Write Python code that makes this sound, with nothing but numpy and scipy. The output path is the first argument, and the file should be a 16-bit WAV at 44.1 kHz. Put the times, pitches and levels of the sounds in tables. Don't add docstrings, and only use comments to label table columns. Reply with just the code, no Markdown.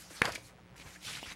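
import sys
import numpy as np
from scipy import signal
from scipy.fft import rfft, irfft, next_fast_len
from scipy.io import wavfile
from scipy.ndimage import uniform_filter1d, map_coordinates

SR = 44100
rng = np.random.default_rng(int(sys.argv[2]) if len(sys.argv) > 2 else 0)


def wav_record(signal):
    frames = np.transpose(np.atleast_2d(signal))
    bounded = np.clip(frames, -1, 1)
    quanta = np.round(bounded * 32767).astype(np.int16)
    wavfile.write(sys.argv[1], SR, quanta)


def voltage_ratio(level):
    return 10 ** (np.asarray(level, float) / 20)


N = 59535


def unit(x):
    return x / np.sqrt(np.mean(x ** 2) + 1e-20)


def along(points, hz):
    point_hz, value = np.transpose(points)
    return np.interp(np.log(hz + 1), np.log(point_hz + 1), value)


def wobble(rate):
    return map_coordinates(rng.standard_normal(400), [np.arange(N) * rate / SR])


def filtered(x, response):
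    size = next_fast_len(len(x) + 8192)
    hz = np.fft.rfftfreq(size, 1 / SR)
    return irfft(rfft(x, size) * response(hz), size)[:len(x)]


def coloured(x, spectrum):
    return unit(filtered(x, lambda hz: voltage_ratio(along(spectrum, hz)) * (hz > 15)))


def band(x, hz, q):
    def response(f):
        damping = 1j * f * hz / q
        return damping / (hz * hz - f * f + damping)
    return filtered(x, response)


def patchy(patchy_db):
    z = signal.stft(rng.standard_normal(N), nperseg=256)[2]
    field = uniform_filter1d(rng.standard_normal(z.shape), 5, 0)
    field = uniform_filter1d(field, 8, 1)
    return signal.istft(z * voltage_ratio(patchy_db * unit(field)), nperseg=256)[1][:N]


def add(track, start_s, sound):
    i = max(round(start_s * SR), 0)
    track[i:i + len(sound)] += sound[:len(track) - i]


# start_s, end_s, level_db (rms), pitch_hz of the scrape, rise_s
STROKE_TABLE = [(-.05, 0.025, -52.5, 6600, .01), (-.05, 0.04, -57.5, 1852, .01),
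                (0.026, 0.129, -57, 5400, 0.014), (0.099, 0.166, -54.5, 7100, 0.0055),
                (0.098, 0.194, -55.5, 1560, 0.0065), (0.145, 0.2, -49, 3800, 0.032),
                (0.184, 0.354, -60.5, 3230, 0.0081), (0.37, 0.418, -78, 1730, 0.0083),
                (0.415, 0.485, -63, 8400, 0.015), (0.433, 0.485, -60, 5500, 0.015),
                (0.77, .83, -59, 2520, 0.0048), (0.759, 1.03, -61.5, 6360, 0.0036),
                (0.853, 0.963, -55.5, 2140, 0.013), (0.858, 0.953, -60, 5640, 0.027),
                (1.003, 1.05, -52.5, 2500, 0.025), (1.016, 1.142, -52, 5600, 0.017),
                (1.04, 1.107, -43, 3320, 0.016), (1.062, 1.183, -46, 2040, 0.0085),
                (1.108, 1.171, -46, 3360, 0.024), (1.167, 1.263, -50.5, 2600, 0.017),
                (1.163, 1.333, -60, 8250, 0.018), (1.258, 1.325, -46, 2040, .006),
                (1.26, 1.325, -58.5, 3930, 0.0091)]
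# pitch_ratio (frequency over pitch), level_db (per Hz)
SCRAPE_COLOUR = [(.05, -26), (.25, -16), (.6, -7), (.85, -1), (1.15, 0), (1.6, -6), (3, -12), (6, -24)]
GRAINS_PER_S, GRAIN_SPREAD_DB, GRAIN_DB = 1500, 2.5, -5
STROKE_FADE_S = .016


def slide():
    t, out = np.arange(N) / SR, np.zeros(N)
    for start_s, end_s, level_db, pitch_hz, rise_s in STROKE_TABLE:
        chance, size = rng.random((2, N))
        sign = np.sign(size % .1 - .05)
        ticks = (chance < GRAINS_PER_S / SR) * voltage_ratio(-GRAIN_SPREAD_DB * np.log(size + .02)) * sign
        friction = unit(patchy(patchy_db=3.5)) + voltage_ratio(GRAIN_DB) * unit(ticks)
        spectrum = [(ratio * pitch_hz, db) for ratio, db in SCRAPE_COLOUR] + [(40000, -74)]
        scrape = coloured(friction, spectrum)
        rise = np.clip((t - start_s) / rise_s, 0, 1)
        fade = np.exp(-np.clip(t - end_s, 0, None) / STROKE_FADE_S)
        hand_db = 0.64 * wobble(35) + 0.28 * wobble(110)
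        out += voltage_ratio(level_db + hand_db) * rise * fade * scrape
    return out


# pitch_hz, level_db
BUZZ_COLOUR = [(150, -16), (500, -6), (1000, -8), (2000, -4), (3000, -10), (5000, -18), (9000, -34)]
# mains_multiple, level_db (rms)
HUM_PARTIALS = [(1, -71), (2, -75), (3, -68), (5, -73), (9, -76)]
MAINS_HZ, SWITCH_S = 60, .6021
BUZZ_DB, UNEVEN = -66.5, .1


def wiring():
    t, steps = np.arange(N) / SR, np.zeros(N)
    half_cycle = np.arange(-72, 89)
    at = np.round((SWITCH_S + half_cycle / (2 * MAINS_HZ)) * SR).astype(int)
    steps[at] = ((-1.) ** half_cycle - UNEVEN) * voltage_ratio(.7 * rng.standard_normal(len(half_cycle)))
    buzz = unit(filtered(steps, lambda hz: -1j * voltage_ratio(along(BUZZ_COLOUR, hz)) * (hz > 100)))
    hum = np.zeros(N)
    for multiple, level_db in HUM_PARTIALS:
        phase = 2 * np.pi * multiple * MAINS_HZ * (t - SWITCH_S) + np.pi * .75
        hum += voltage_ratio(level_db + 5.5 + 1.7 * wobble(12.9)) * np.cos(phase)
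    return voltage_ratio(BUZZ_DB) * buzz + hum


# pitch_hz, level_db (per Hz)
AIR_COLOUR = [(20, -6), (60, -11.5), (150, -9.5), (240, -15), (1000, -19), (3000, -31.5), (8000, -40.5),
              (15500, -47.5)]
AIR_DB = -59.5


def ventilation():
    return voltage_ratio(AIR_DB + wobble(8.1)) * coloured(patchy(patchy_db=2.5), AIR_COLOUR)


def whistle():
    hz, level_db = 15734.3, -87.5
    return voltage_ratio(level_db) * np.sqrt(2) * np.sin(2 * np.pi * hz * np.arange(N) / SR)


# start_s, level_db (peak), pitch_hz, t60_s
SNAP_TABLE = [(.107, -48, 500, .02), (.2175, -21, 480, .014), (.21755, -16, 1250, .005),
              (.2184, -18, 1700, .007), (.2196, -14.5, 2250, .006), (.2213, -26, 1750, .016),
              (.2495, -30, 850, .012), (.2538, -29, 4800, .008), (.2549, -28, 3300, .008),
              (.2561, -26, 1700, .012), (.2757, -32, 1400, .014), (.2874, -28, 650, .009),
              (.3008, -32, 1500, .016), (.3435, -41, 600, .008), (.3565, -36, 2250, .03),
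              (.3595, -36, 2350, .025), (.5845, -50, 750, .045), (.7577, -48, 1700, .01),
              (.78, -47, 6000, .005), (.799, -42, 2300, .01), (.907, -47, 2100, .006),
              (1.153, -35, 3000, .006), (1.229, -33, 750, .009), (1.2296, -39, 2200, .005),
              (1.259, -42, 1400, .006), (1.3207, -37, 2500, .005)]
PUSH_DB, PUSH_HZ, PUSH_T60_S = -7.5, 193, 0.013
CRACK_DB, CRACK_T60_S, CRACK_OVER = -14, .003, 2.4


def snaps():
    out, t = np.zeros(N), np.arange(4096) / SR
    for start_s, level_db, pitch_hz, t60_s in SNAP_TABLE:
        noise = rng.standard_normal((2, len(t)))
        rough = unit(band(band(noise[0], pitch_hz, 2.5), pitch_hz, .7))
        ring = voltage_ratio(-60 * t / t60_s + 3) * (-np.sin(2 * np.pi * pitch_hz * t) + .45 * rough)
        crack = voltage_ratio(CRACK_DB - 60 * t / CRACK_T60_S) * unit(band(noise[1], CRACK_OVER * pitch_hz, .8))
        push = voltage_ratio(PUSH_DB - 60 * t / PUSH_T60_S) * np.sin(2 * np.pi * PUSH_HZ * t)
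        add(out, start_s, voltage_ratio(level_db) * (ring + crack + push))
    return out


# middle_s, level_db (rms), pitch_hz, half_length_s
FLAP_TABLE = [(0.226, -53, 1260, 0.011), (0.251, -34.5, 940, 0.0097), (.255, -31.5, 4050, 0.0014),
              (0.259, -38, 1910, 0.0037), (0.284, -45, 1250, 0.021), (0.298, -45, 1140, 0.0043),
              (0.3, -62, 1700, 0.0037), (0.324, -42.5, 4600, 0.0032), (0.336, -43.5, 2040, 0.0046),
              (0.352, -42, 5400, 0.0051), (0.286, -36, 654, 0.0078), (0.264, -41, 1510, 0.0045),
              (0.359, -41.5, 2150, 0.0063), (0.383, -48.5, 523, 0.0038), (0.499, -61, 1920, 0.012),
              (.59, -79, 696, 0.0028), (.765, -53, 1830, 0.003), (0.811, -52.5, 2300, 0.013),
              (0.866, -54, 1080, .012), (0.118, -60.5, 298, 0.0093)]
FLAP_Q, FLAP_HISS_DB = 1.7, -13


def flaps():
    out, t = np.zeros(N), np.arange(-2048, 2048) / SR
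    for middle_s, level_db, pitch_hz, half_length_s in FLAP_TABLE:
        noise = rng.standard_normal((3, len(t)))
        lumps = noise[0] * voltage_ratio(4.3 * unit(uniform_filter1d(noise[1], 40)))
        crinkle = unit(band(band(lumps, pitch_hz, FLAP_Q), pitch_hz, .35))
        hiss = voltage_ratio(FLAP_HISS_DB) * unit(band(noise[2], 5500, .8))
        swell = np.exp(-.5 * (t / half_length_s) ** 2)
        add(out, middle_s + t[0], voltage_ratio(level_db) * swell * (crinkle + hiss))
    return out


# start_s, level_db (peak), pitch_hz
THUD_TABLE = [(.549, -40.5, 142), (0.559, -57, 139), (0.72, -45.5, 139), (0.793, -46, 143),
              (0.851, -41, 143), (1.068, -40.5, 104), (1.12, -36, 162.5), (1.169, -40.5, 135),
              (1.274, -35.5, 57.4), (0.309, -37, 95), (0.382, -46, 114)]
THUD_T60_S, THUD_RISE_S = 0.066, 0.009


def thuds():
    out, t = np.zeros(N), np.arange(6000) / SR
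    for start_s, level_db, pitch_hz in THUD_TABLE:
        decay = voltage_ratio(level_db - 60 * t / THUD_T60_S + 1)
        rise = 1 - np.exp(-t / THUD_RISE_S)
        add(out, start_s, -decay * rise * np.sin(2 * np.pi * pitch_hz * t))
    return out


# pitch_hz, t60_s
ROOM_DECAY = [(150, 0.45), (1500, 0.23), (10000, 0.48)]


def room(x):
    hz, t, z = signal.stft(rng.standard_normal(SR // 2), SR, nperseg=256)
    decay = voltage_ratio(-60 * t / along(ROOM_DECAY, hz)[:, None])
    tail = signal.istft(z * decay, SR, nperseg=256)[1]
    late = np.pad(x, (200, 0))
    return signal.fftconvolve(late, tail / np.linalg.norm(tail))[:N]


def scene():
    wet_db = -9
    paper = snaps() + flaps() + thuds()
    background = ventilation() + wiring()
    return (paper + voltage_ratio(wet_db) * room(paper) + slide() + background)[None]


def band_limit(x):
    return signal.sosfilt(signal.butter(12, 16410, fs=SR, output="sos"), x)


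# pitch_hz, level_db
MIC_COLOUR = [(25, -17), (50, 0.5), (11000, -1), (13500, -5.5), (15900, -15)]
TOP_HZ = 16000


def record(dry):
    heard = filtered(dry[0], lambda hz: (hz < TOP_HZ) * voltage_ratio(along(MIC_COLOUR, hz)))
    return band_limit((heard + whistle())[None])


dry = scene()
out = record(dry)
wav_record(out)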